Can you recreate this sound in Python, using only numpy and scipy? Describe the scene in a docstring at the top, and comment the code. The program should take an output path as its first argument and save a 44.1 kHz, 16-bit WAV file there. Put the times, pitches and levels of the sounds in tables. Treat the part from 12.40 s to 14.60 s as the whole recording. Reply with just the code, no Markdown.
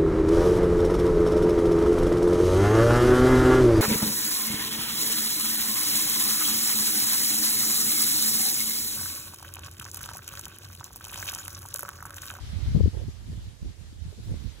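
"""A light breeze in a sunny garden. From the start, leaves rustle as one soft hiss, and swirls of air
rumble on two microphone openings: all the time on the right, in separate puffs on the left.
Strong swirls slap the openings, hardest just before half a second. Then the wind makes a faint hollow
flutter on the left, and the hiss dips. Near the end it comes up a little, the flutter returns,
and the last gust stirs a finer hiss from leaves close by."""
import sys
import numpy as np
from scipy import signal
from scipy.io import wavfile
from scipy.ndimage import uniform_filter1d

SR = 44100
rng = np.random.default_rng(int(sys.argv[2]) if len(sys.argv) > 2 else 0)


def digitize_waveform(pressure):
    """Quantize a signal to 16-bit integers and store it at the path in sys.argv[1].

    Rows of a 2-D input are taken as channels; values are limited to [-1, 1].
    """
    field = np.atleast_2d(pressure).T
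    bounded = np.clip(field, -1, 1)
    quanta = np.round(bounded * 32767).astype(np.int16)
    wavfile.write(sys.argv[1], SR, quanta)


N = 97020
TIME = np.arange(N) / SR

# How loud the leaf hiss is over time. Each row: time in seconds, relative level in dB.
RUSTLE_LEVEL = [(0, -56), (.3, -55), (.4, -56), (.5, -57.5), (.72, -59.5), (.84, -60.5), (.93, -59),
                (1.06, -59.5), (1.17, -62), (1.3, -59.5), (1.36, -62), (1.47, -60), (1.58, -62),
                (1.66, -59.5), (1.77, -60.5), (1.87, -59), (1.95, -58), (2.2, -59.5)]
# The tone of the rustle at its average level. Each row: pitch in Hz, relative level in dB.
RUSTLE_TONE = [(150, 11.5), (450, 3), (800, 0), (1300, -1.5), (1900, 1), (2500, -2.5), (3200, 1.5),
               (4300, 1), (5300, -2), (7000, -3.5), (8500, -7.5), (12500, -11.5), (14200, -47),
               (15500, -31)]
# How much each pitch follows RUSTLE_LEVEL. 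Each row: pitch in Hz, dB gained for each dB of that level.
RUSTLE_RESPONSE = [(300, 1.6), (1500, 1.65), (4000, 1.65), (7000, 0.93), (11000, 0.86), (15000, 1.1)]
# Which side the rustle leans to. Each row: pitch in Hz, left minus right in dB.
RUSTLE_BALANCE = [(1000, -1), (5000, 0.5), (9000, 0.5), (14000, 4.5)]
# Puffs of air on the left opening.
# Each row: start in seconds, length in seconds, relative level in dB, brightness in dB per octave.
LEFT_PUFFS = [(0, 0.046, -31, -22), (0.069, 0.11, -36.5, -8), (0.257, 0.084, -21.5, -17),
              (0.345, 0.03, -18.5, -2.5), (0.385, 0.023, -24, 2), (0.418, 0.062, -19.5, -6),
              (0.456, 0.024, -21.5, -1.5), (0.629, 0.013, -33.5, 1), (0.682, 0.0078, -26, -1),
              (0.797, 0.092, -44, 3.5), (0.872, 0.066, -36, 0.5), (0.954, .14, -36.5, -4),
              (1.223, 0.049, -33, 0), (1.277, 0.037, -40.5, -0.5), (1.435, 0.14, -46, -3),
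              (1.66, 0.016, -33, -3), (1.776, 0.03, -35, 2), (1.866, 0.078, -33.5, -0.5),
              (1.941, .03, -37, 0)]
# Air flowing over the right opening. Each row: time in seconds, relative level in dB.
RIGHT_FLOW = [(0, -50), (.06, -39.5), (.11, -34.5), (.15, -31.5), (.25, -27.5), (.3, -29), (.36, -28),
              (.45, -24.5), (.5, -38), (.57, -26), (.69, -34), (.73, -40.5), (.85, -40), (.89, -34.5),
              (.98, -36), (1.015, -40), (1.05, -33.5), (1.11, -39), (1.18, -50), (1.22, -30.5),
              (1.275, -30.5), (1.34, -49.5), (1.41, -36), (1.53, -44), (1.59, -39), (1.62, -35),
              (1.69, -34.5), (1.74, -47), (1.83, -34.5), (1.92, -25.5), (1.99, -37.5), (2.07, -26.5),
              (2.11, -38), (2.2, -41)]
# The tone of each opening's rumble at a flow of NORMAL_FLOW_DB. Each row: pitch in Hz, relative dB.
LEFT_TONE = [(25, -16), (50, 5.5), (78, 6.5), (120, -2), (180, -2), (280, -10.5), (450, -26), (700, -41),
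             (1100, -43)]
RIGHT_TONE = [(25, -29), (50, 6), (80, 9.5), (115, -8), (180, -8.5), (280, -29.5), (450, -38.5),
              (700, -50.5), (1100, -61)]
# Single strong swirls. Each row: time in seconds, pitch in Hz, peak in dB before the bass cut, side.
STRONG_SWIRLS = [(0.135, 148, -26, "right"), (0.172, 75, -20.5, "right"), (.237, 88, -21.5, "right"),
                 (0.276, 82, -16, "left"), (0.319, 183, -30, "right"), (.352, 124, -9.5, "left"),
                 (.369, 151, -10, "left"), (.379, 295, -19.5, "left"), (.408, 372, -14, "left"),
                 (0.41, 85, -8, "left"), (0.444, 75, -7.5, "left"), (0.455, 90, -14.5, "right"),
                 (0.46, 372, -19, "left"), (0.479, 200, -20, "left"), (0.679, 84, -25.5, "right"),
                 (.683, 262, -29, "left"), (.901, 150, -26.5, "left"), (0.978, 106, -27, "right"),
                 (1.229, 139, -29.5, "right"), (1.529, 250, -36.5, "left"), (1.620, 76, -26, "right"),
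                 (1.662, 126, -31, "left"), (1.729, 440, -38, "left"), (1.916, 76, -33, "left"),
                 (1.920, 86, -17, "right"), (1.941, 483, -32, "left"), (2.047, 167, -26.5, "right")]
# Bursts of hollow flutter. Each row: start in seconds, length in seconds, relative level in dB.
FLUTTER_BURSTS = [(0.528, 0.1, -40.5), (1.72, 0.0017, -41.5), (1.881, 0.073, -49.5), (1.922, 0.13, -64)]
# Pitch bands of the hollow wind flutter. Each row: pitch in Hz, width in Hz, relative level in dB.
FLUTTER_BANDS = [(359, 110, -0.5), (487, 167, -2.5), (840, 270, -10.5)]
# The hiss of leaves close by. Each row: time in seconds, level in dB.
NEAR_HISS = [(1.76, -88), (1.845, -64), (1.96, -74), (2.06, -69), (2.2, -84.5)]

NORMAL_FLOW_DB, LEFT_CALM_DB = -30, -76
LUMP_DB_PER_OCTAVE, LUMPS_PER_S = 2.5, 99   # small swirls come in lumps


def from_db(db):
    """Turn decibels into a number to multiply a sound by."""
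    return 10 ** (np.asarray(db) / 20)


def rms_one(x):
    """Scale a signal so that its average level (rms) is 1."""
    return x / np.sqrt(np.mean(x ** 2) + 1e-20)


def in_time(rows):
    """Join rows of time and value into a curve with a value at every sample."""
    return np.interp(TIME, *np.transpose(rows))


def at_hz(rows, hz):
    """Read a table at one pitch, with octaves evenly spaced."""
    pitches, values = np.transpose(rows)
    return np.interp(np.log(hz), np.log(pitches), values)


def drift(rate_hz):
    """A smooth random wobble of about 1 either way; a higher rate wobbles faster."""
    step, warm_up = 40, 2000
    memory = np.exp(-2 * np.pi * step * rate_hz / SR)
    noise = rng.standard_normal(N // step + warm_up + 2)
    slow = signal.lfilter([1], [1, -2 * memory, memory ** 2], noise)[warm_up:]
    return np.interp(np.arange(N) / step, np.arange(len(slow)), rms_one(slow))


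def band(x, low_hz, high_hz):
    """Keep the sound between two pitches."""
    return signal.sosfilt(signal.butter(2, [low_hz, high_hz], "band", fs=SR, output="sos"), x)


def local_level(x, window_s=0.027):
    """The level around each moment; dividing by it evens a sound out."""
    width = int(window_s * SR)
    power = uniform_filter1d(uniform_filter1d(x ** 2, width), width // 2)
    return np.sqrt(np.abs(power) + 1e-12)


def leaves(level_db=-52.5, flicker_db=1.37):
    """Countless leaf touches blend into a hiss, different in each ear; the hiss dips and swells."""
    rustle_db = in_time(RUSTLE_LEVEL)
    swing_db = rustle_db - rustle_db.mean()
    edges_hz = np.geomspace(150, 17000, 25)
    hiss = 0
    for low, high in zip(edges_hz, edges_hz[1:]):
        hz = np.sqrt(low * high)
        db = at_hz(RUSTLE_TONE, hz) + at_hz(RUSTLE_RESPONSE, hz) * swing_db
        db += flicker_db * drift(rate_hz=11)
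        pan = from_db(at_hz(RUSTLE_BALANCE, hz) * np.array([[.5], [-.5]]))
        hiss = hiss + pan * from_db(db) * band(rng.standard_normal((2, N)), low, high)
    return from_db(level_db) * rms_one(hiss)


def puff(start, length, rise_s=0.0053, fade_s=0.0074):
    """The strength of one puff of air: it rises, holds and dies away."""
    rise = np.clip((TIME - start) / rise_s + .5, 0, 1)
    return rise * np.exp(-np.maximum(TIME - start - length, 0) / fade_s)


def left_airflow():
    """Puffs add up to the left flow in dB; the strongest at each moment has most say in its brightness."""
    powers = np.array([(from_db(db) * puff(start, length)) ** 2 for start, length, db, _ in LEFT_PUFFS])
    total = powers.sum(0) + from_db(LEFT_CALM_DB) ** 2
    brightness = np.array(LEFT_PUFFS)[:, 3] @ powers / total
    return 10 * np.log10(total), brightness


def swirls(hz, per_cycle=1.2, spread_db=4):
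    """Swirls of air of one size pass at random, each a swing of pressure about one cycle long."""
    arrivals = rng.random(N) < per_cycle * hz / SR
    signs = rng.choice([-1, 1], N)
    strengths = from_db(spread_db * np.clip(rng.standard_normal(N), -2, 2))
    reach = int(2 * SR / hz)
    cycles = np.arange(-reach, reach + 1) * hz / SR
    swing = np.sin(2 * np.pi * cycles) * np.exp(-2 * cycles ** 2)
    return rms_one(signal.fftconvolve(arrivals * signs * strengths, swing, "same"))


def wind_rumble(flow_db, tone, brightening, brightness=0, sputter_db=2):
    """Swirls of all sizes rumble on one opening; stronger flow brings more of the small, higher ones."""
    lumps = LUMP_DB_PER_OCTAVE * drift(LUMPS_PER_S)
    db_per_octave = brightening * (flow_db - NORMAL_FLOW_DB) + brightness + lumps
    rumble = 0
    for hz in 40 * 2 ** np.arange(0, 4.7, .5):
        octaves_up = max(np.log2(hz / 80), 0)
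        gain = np.sqrt(hz) * from_db(at_hz(tone, hz) + octaves_up * db_per_octave)
        pressure = swirls(hz)
        rumble = rumble + gain * pressure / np.sqrt(local_level(pressure))
    uneven_flow_db = flow_db + sputter_db * np.minimum(drift(rate_hz=17), 1)
    return from_db(uneven_flow_db) * rumble / local_level(rumble)


def slaps(opening, damping=1.44):
    """A strong swirl slaps the opening with one quick swing of pressure; more damping makes it shorter."""
    pressure = np.zeros(N)
    for time_s, hz, db, side in STRONG_SWIRLS:
        if side == opening:
            cycles = (TIME - time_s) * hz
            swing = np.sin(2 * np.pi * cycles) * np.exp(-(damping * cycles) ** 2)
            pressure += from_db(db) * rng.choice([-1, 1]) * swing / np.abs(swing).max()
    return pressure


def hollow_flutter(burst_gain_db=-4.5, floor_db=-64.5, sputter_db=3):
    """A faint, hollow, uneven wind flutter on the left, made of a few broad bands of noise."""
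    hollow = 0
    for hz, width, db in FLUTTER_BANDS:
        noise = band(rng.standard_normal(N), hz - width / 2, hz + width / 2)
        hollow = hollow + from_db(db) * rms_one(noise)
    bursts = sum(from_db(burst_gain_db + db) * puff(start, length) for start, length, db in FLUTTER_BURSTS)
    sputter = from_db(sputter_db * drift(LUMPS_PER_S))
    return (from_db(floor_db) + bursts) * sputter * hollow / local_level(hollow)


def near_leaves():
    """The last gust stirs leaves close by: a fine hiss swells quickly and fades."""
    hiss = band(rng.standard_normal((2, N)), low_hz=6900, high_hz=14300)
    return from_db(in_time(NEAR_HISS)) * rms_one(hiss)


def scene(bass_cut_hz=38):
    """Leaves all around, plus the wind on each opening, which lets little of the deepest bass through."""
    left_flow_db, brightness = left_airflow()
    left = wind_rumble(left_flow_db - 1.5, LEFT_TONE, brightening=0.36, brightness=brightness)
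    left += slaps("left") + hollow_flutter()
    right = wind_rumble(in_time(RIGHT_FLOW) + 1.5, RIGHT_TONE, brightening=0.0038)
    right += slaps("right")
    bass_cut = signal.butter(2, bass_cut_hz, "high", fs=SR, output="sos")
    wind = signal.sosfilt(bass_cut, [left, right])
    return leaves() + near_leaves() + wind


def record(dry):
    """Cut the highest treble steeply, above 15700 Hz."""
    return signal.sosfilt(signal.ellip(10, .2, 70, 15700, fs=SR, output="sos"), dry)


dry = scene()
out = record(dry)
digitize_waveform(out)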